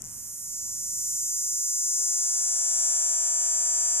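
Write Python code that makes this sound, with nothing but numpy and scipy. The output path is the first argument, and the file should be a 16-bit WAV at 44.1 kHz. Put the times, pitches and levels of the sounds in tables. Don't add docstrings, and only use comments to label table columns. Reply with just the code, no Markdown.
import sys
import numpy as np
from scipy import signal
from scipy.fft import rfft, irfft
from scipy.io import wavfile
from scipy.ndimage import uniform_filter1d, map_coordinates

SR = 44100
rng = np.random.default_rng(int(sys.argv[2]) if len(sys.argv) > 2 else 0)


def pcm_store(signal):
    levels = np.round(np.clip(np.atleast_2d(signal), -1, 1) * 32767)
    wavfile.write(sys.argv[1], SR, levels.astype(np.int16).T)


N = 176400

# t/s, rate/Hz
SNAP_RATE_HZ = [(.04, 145), (.075, 172), (.11, 211), (.15, 255), (.19, 290), (.28, 309), (.4, 320.5),
                (.5, 326.7), (.62, 331.2), (.75, 333.1), (1, 335.3), (1.25, 337.25), (1.7, 339.6),
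                (2.25, 340.75), (3, 342.3), (4, 344)]
# t/s, lag/ms
SKEW_MS = [(.05, .37), (.14, .2), (.25, .15), (.55, -.014), (1.35, -.015), (2.3, -.019), (2.6, .001),
           (2.9, .012), (3.2, .031), (3.6, .043), (4, .064)]
# t/s, delay/ms
RETURN_MS = [(.05, 1.74), (.55, 1.774), (.8, 1.741), (1.05, 1.724), (1.35, 1.598), (2, 1.593), (2.3, 1.58),
             (2.6, 1.545), (2.9, 1.533), (3.2, 1.506), (3.6, 1.48), (4, 1.454)]
# t/s, sigma/us
JITTER_US = [(.05, 29), (.3, 7), (.6, 2.4), (1.5, 2.6), (2.5, 2.2), (3.412, 2), (3.423, 30), (3.434, 2.2),
             (4, 2.2)]
# f/Hz, in 1/dB, in 2/dB, out 1/dB, out 2/dB
RING_DB = [(3200, -45.5, -40, -43.5, -48), (4720, -27.5, -25.5, -43, -34), (4880, -10, -9.5, -19.5, -10),
           (5280, -13.5, -8.5, -14, -21), (6040, 1, 2, -8, -6), (6500, -3.5, -2, -15.5, -15),
           (6745, 1.65, 3, -7.7, -6), (7340, 7.5, 6, -14.5, -3), (7790, -5, -4, -8, -7.5),
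           (8350, -14, -15, -7, -12.5), (9065, -13.5, -10.5, -5, -0.5), (9570, -8, -9, -3, -4.5),
           (10000, -31, -26.5, -21, -9.5), (10560, -15, -15, -7.5, -17), (11540, -11.5, -12.5, -27.5, -23),
           (12640, -8, -11, -17, -21), (13730, -8.5, -35, -37, -38), (14140, -29, -42, -47, -28),
           (15100, -36.5, -59.5, -57, -59)]
# t/s, factor on ring frequencies
TENSION_FACTOR = [(0, .973), (.8, .975), (1.65, .98), (2.3, .986), (2.6, .997), (3.2, 1.005), (4, 1.009)]
# t/s, inward level/dB, outward re inward/dB, left minus right/dB
EFFORT_DB = [(.05, -8.5, -4.5, 8.5), (.09, -14, 5.5, 0.5), (.23, -12.5, -0.5, 1.5), (.39, -12.5, 2, 2),
             (.55, -5.5, -1.2, 1.5), (.77, -5, 0.2, 1.5), (1.05, -1.5, -0.5, 2.5), (1.65, 0.4, 0, 2.5),
             (2, 2.5, 0.5, 5.5), (2.3, 2.5, 0, 4), (2.6, 3, -0.5, 5.5), (2.85, 4.5, -1, 5.5),
             (3.2, 3, -2, 5.5), (3.6, 3.5, -2.5, 5), (4, 4, -2, 5.5)]
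# t/s, gain above 10 kHz/dB, further gain above 12 kHz/dB
TREBLE_DB = [(.05, 0, 2), (.14, 4.5, 4), (.4, 9, -2.5), (.55, -4.5, 4.5), (1.05, -1.5, 2), (1.65, -8, 7),
             (2, -9.5, 5), (2.6, -9.2, -5), (2.9, -9, -7.6), (3.2, -7.5, -19), (4, -11, -12)]
# t/s, level/dB
HUM_LEVEL_DB = [(0, -87), (1.0, -88.5), (1.5, -79), (1.8, -65.5), (2.1, -56), (2.5, -52.5), (2.85, -48.5),
                (3.5, -48), (4, -47)]
# f/Hz, level/dB
HUM_SPECTRUM_DB = [(120, 7.5), (172, 8.5), (260, -11), (343, -8), (515, 7), (686, 5), (860, -9.5),
                   (1030, -1.5), (1200, 4.5), (1370, -1.5), (1545, -11), (1715, 1), (1890, 1),
                   (2060, -10.5), (2400, -1), (2750, -7), (3100, -4), (3600, -8.5), (3950, -22.5),
                   (4300, -13.5), (4650, -9.5), (5500, -21.5)]
# t/s, gain/dB
HUM_BRIGHT_DB = [(0, 6), (1.2, 11.5), (1.9, 4), (2.3, 14), (2.7, 11.5), (3.2, 7.5), (4, 5.5)]
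# f/Hz, left minus right/dB
BALANCE_DB = [(150, 15), (350, 6), (690, 2), (1270, -6), (2340, -1), (4300, -2), (5200, -3.94), (6000, -1),
              (7200, -4.5), (8200, -0.1), (9200, -2.3), (10000, -8.5), (10900, -18.5), (12800, -10.5),
              (14200, .5)]
# t/s, lead/ms
LEAD_MS = [(0, 0.12), (2, 0.12), (3.2, 0.11), (4, 0.11)]
# t/s, level/dB
TAP_EVENTS = [(1.973, -58), (1.995, -51.5), (2.017, -56), (2.066, -60)]
# f/Hz, level/dB
TAP_SPECTRUM_DB = [(100, -17), (250, -7), (370, 9), (600, -5), (1000, -5), (2500, -26)]
# peak t/s, 1/e half-length/s, centre f/Hz, level/dB
RUSTLE_EVENTS = [(.69, .064, 940, -69), (1.437, .023, 1840, -71), (2.21, .03, 3820, -66),
                 (3.433, .025, 1500, -67), (3.423, .011, 2900, -61), (2.7, .06, 3830, -68)]
# f/Hz, level/dB
HISS_SPECTRUM_DB = [(3500, -69), (4900, -24), (5800, -6.5), (7000, -5), (8500, -4.5), (10000, -12.5),
                    (12000, -18), (13200, -28), (15000, -40)]
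# f/Hz, level/dB
OUTDOOR_SPECTRUM_DB = [(25, -5), (60, 0), (100, -2), (135, 1), (170, -5.5), (215, -3.5), (300, -10),
                       (500, -10.5), (1000, -7), (2000, -11.5), (3500, -19), (8000, -73), (15000, -18)]
# t/s, level/dB
RUMBLE_LEVEL_DB = [(0, -52), (.3, -59.5), (.9, -57.5), (1.2, -61.5), (2, -67.5), (2.6, -72.5), (4, -71)]
# t/s, level/dB
AIR_LEVEL_DB = [(0, -59), (.5, -65), (1.5, -68), (2.5, -65), (4, -66)]


def cicada(t):
    snap_s, spring_s, snap_gain, spring_gain, tymbal = buckling(t)
    clock_s = np.cumsum(curve(TENSION_FACTOR, t)) / SR
    ring = body_ring(np.interp(snap_s, t, clock_s), snap_gain, tymbal, column=1)
    ring += body_ring(np.interp(spring_s, t, clock_s), spring_gain, tymbal, column=3)
    ring = np.array([map_coordinates(side, [clock_s * SR], order=5) for side in ring])
    main, upper = split(ring, hz=10000)
    treble, sizzle = split(upper, hz=12000)
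    sizzle *= undb(curve(TREBLE_DB, t, column=2))
    buzz = main + undb(curve(TREBLE_DB, t)) * (treble + sizzle)
    pan_db = curve(EFFORT_DB, t, column=3)
    left, right = buzz * undb(np.array([pan_db, -pan_db]) / 2) + low_hum(t, snap_s, tymbal)
    return np.array([colour(left, BALANCE_DB, share=.48), colour(right, BALANCE_DB, share=-.54)])


def buckling(t, opening_s=.02, opening_boost_db=6, start_s=.0411, second_hold_ms=.17, sigma_db=.3):
    wobble = np.interp(t, np.linspace(0, t[-1], 120), rng.standard_normal(120))
    rate_hz = curve(SNAP_RATE_HZ, t) * (1 + .0004 * wobble) * (t >= start_s)
    count = np.cumsum(rate_hz) / SR
    beat_s = np.r_[opening_s, start_s, np.interp(np.arange(1, int(count[-1]) + 1), count, t)]
    tymbal = 1 - np.arange(len(beat_s)) % 2
    tymbal[0] = 0
    chance = rng.standard_normal((len(beat_s), 4)).T
    jitter_s = curve(JITTER_US, beat_s) / 1e6
    snap_s = beat_s + tymbal * curve(SKEW_MS, beat_s) / 1000 + jitter_s * chance[0]
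    hold_ms = curve(RETURN_MS, beat_s) + tymbal * second_hold_ms
    spring_s = snap_s + hold_ms / 1000 + 1.5 * jitter_s * chance[1]
    level_db = curve(EFFORT_DB, beat_s) + sigma_db * chance[2:]
    level_db[1] += curve(EFFORT_DB, beat_s, column=2)
    level_db[:, 0] += opening_boost_db
    snap_gain, spring_gain = undb(level_db)
    return snap_s, spring_s, snap_gain, spring_gain, tymbal


def body_ring(times_s, gains, tymbal, column):
    trains = [stereo_clicks(times_s[tymbal == k], gains[tymbal == k]) for k in range(2)]
    return colour(trains[0], RING_DB, column) + colour(trains[1], RING_DB, column + 1)


def low_hum(t, snap_s, tymbal, second_lag_ms=.028, second_db=-1.0):
    pump_s = snap_s + tymbal * second_lag_ms / 1000
    pumps = stereo_clicks(pump_s, undb(second_db * tymbal), lead_share=.78)
    hum = steady(colour(pumps, HUM_SPECTRUM_DB))
    _, hum = split(hum, hz=100)
    low, high = split(hum, hz=4320)
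    return (low + high * undb(curve(HUM_BRIGHT_DB, t))) * undb(curve(HUM_LEVEL_DB, t))


def taps(t, decay_s=.008):
    envelope = sum(undb(db) * (t >= s) * np.exp(-np.abs(t - s) / decay_s) for s, db in TAP_EVENTS)
    thud = colour(rng.standard_normal(N), TAP_SPECTRUM_DB)
    return envelope * thud / thud.std()


def rustles(t):
    swells = np.zeros(N)
    for peak_s, half_s, hz, db in RUSTLE_EVENTS:
        band = signal.butter(2, hz * np.exp([-.11, .11]), "band", fs=SR, output="sos")
        noise = signal.sosfilt(band, rng.standard_normal(N))
        swells += noise / noise.std() * undb(db) * np.exp(-((t - peak_s) / half_s) ** 2)
    return swells


def hiss(t, start_db=-46.5, rise_db_per_s=1):
    noise = colour(rng.standard_normal((2, N)), HISS_SPECTRUM_DB)
    return noise / noise.std() * undb(start_db + rise_db_per_s * t)


def outdoors(t):
    low, high = split(colour(rng.standard_normal((2, N)), OUTDOOR_SPECTRUM_DB), hz=340, order=2)
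    rumble = spread(low, width=.42) * undb(curve(RUMBLE_LEVEL_DB, t))
    air = spread(high, width=1) * undb(curve(AIR_LEVEL_DB, t))
    return rumble + air


def stereo_clicks(times_s, gains, lead_share=1):
    lead_s = lead_share * curve(LEAD_MS, times_s) / 1000
    return np.array([clicks(times_s, gains), clicks(times_s + lead_s, gains)])


def clicks(times_s, gains):
    centre = times_s[:, None] * SR
    index = np.floor(centre).astype(int) + np.arange(-7, 9)
    pulse = np.sinc(index - centre) * np.cos(np.pi * (index - centre) / 16) ** 2
    inside = (index >= 0) & (index < N)
    return np.bincount(index[inside], (pulse * gains[:, None])[inside], N)


def colour(x, rows, column=1, share=1):
    rows, size = np.array(rows, float), 2 * N
    hz = np.maximum(np.arange(N + 1) * SR / size, 1)
    gain_db = share * np.interp(np.log(hz), np.log(rows[:, 0]), rows[:, column])
    cepstrum = irfft(np.log(undb(gain_db)))
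    cepstrum[1:N] *= 2
    cepstrum[N + 1:] = 0
    return irfft(rfft(x, size) * np.exp(rfft(cepstrum)))[..., :N]


def split(x, hz, order=4):
    low = signal.sosfiltfilt(signal.butter(order, hz, fs=SR, output="sos"), x)
    return low, x - low


def steady(pair, settle_s=.07):
    power = uniform_filter1d(np.mean(pair ** 2, axis=0), size=3000)
    settled = int(settle_s * SR)
    power[:settled] = power[settled]
    return pair / np.sqrt(power + 1e-18)


def spread(pair, width):
    mid, side = pair / pair.std()
    return (mid + width * np.array([side, -side])) / np.hypot(1, width)


def curve(rows, t, column=1):
    rows = np.array(rows, float)
    return np.interp(t, rows[:, 0], rows[:, column])


def undb(db):
    return 10 ** (np.asarray(db) / 20)


def scene():
    t = np.arange(N) / SR
    return cicada(t) + outdoors(t) + hiss(t) + taps(t) + rustles(t)


def record(dry):
    return signal.sosfilt(signal.ellip(10, .2, 80, 15150, fs=SR, output="sos"), dry)


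dry = scene()
out = record(dry)
pcm_store(out)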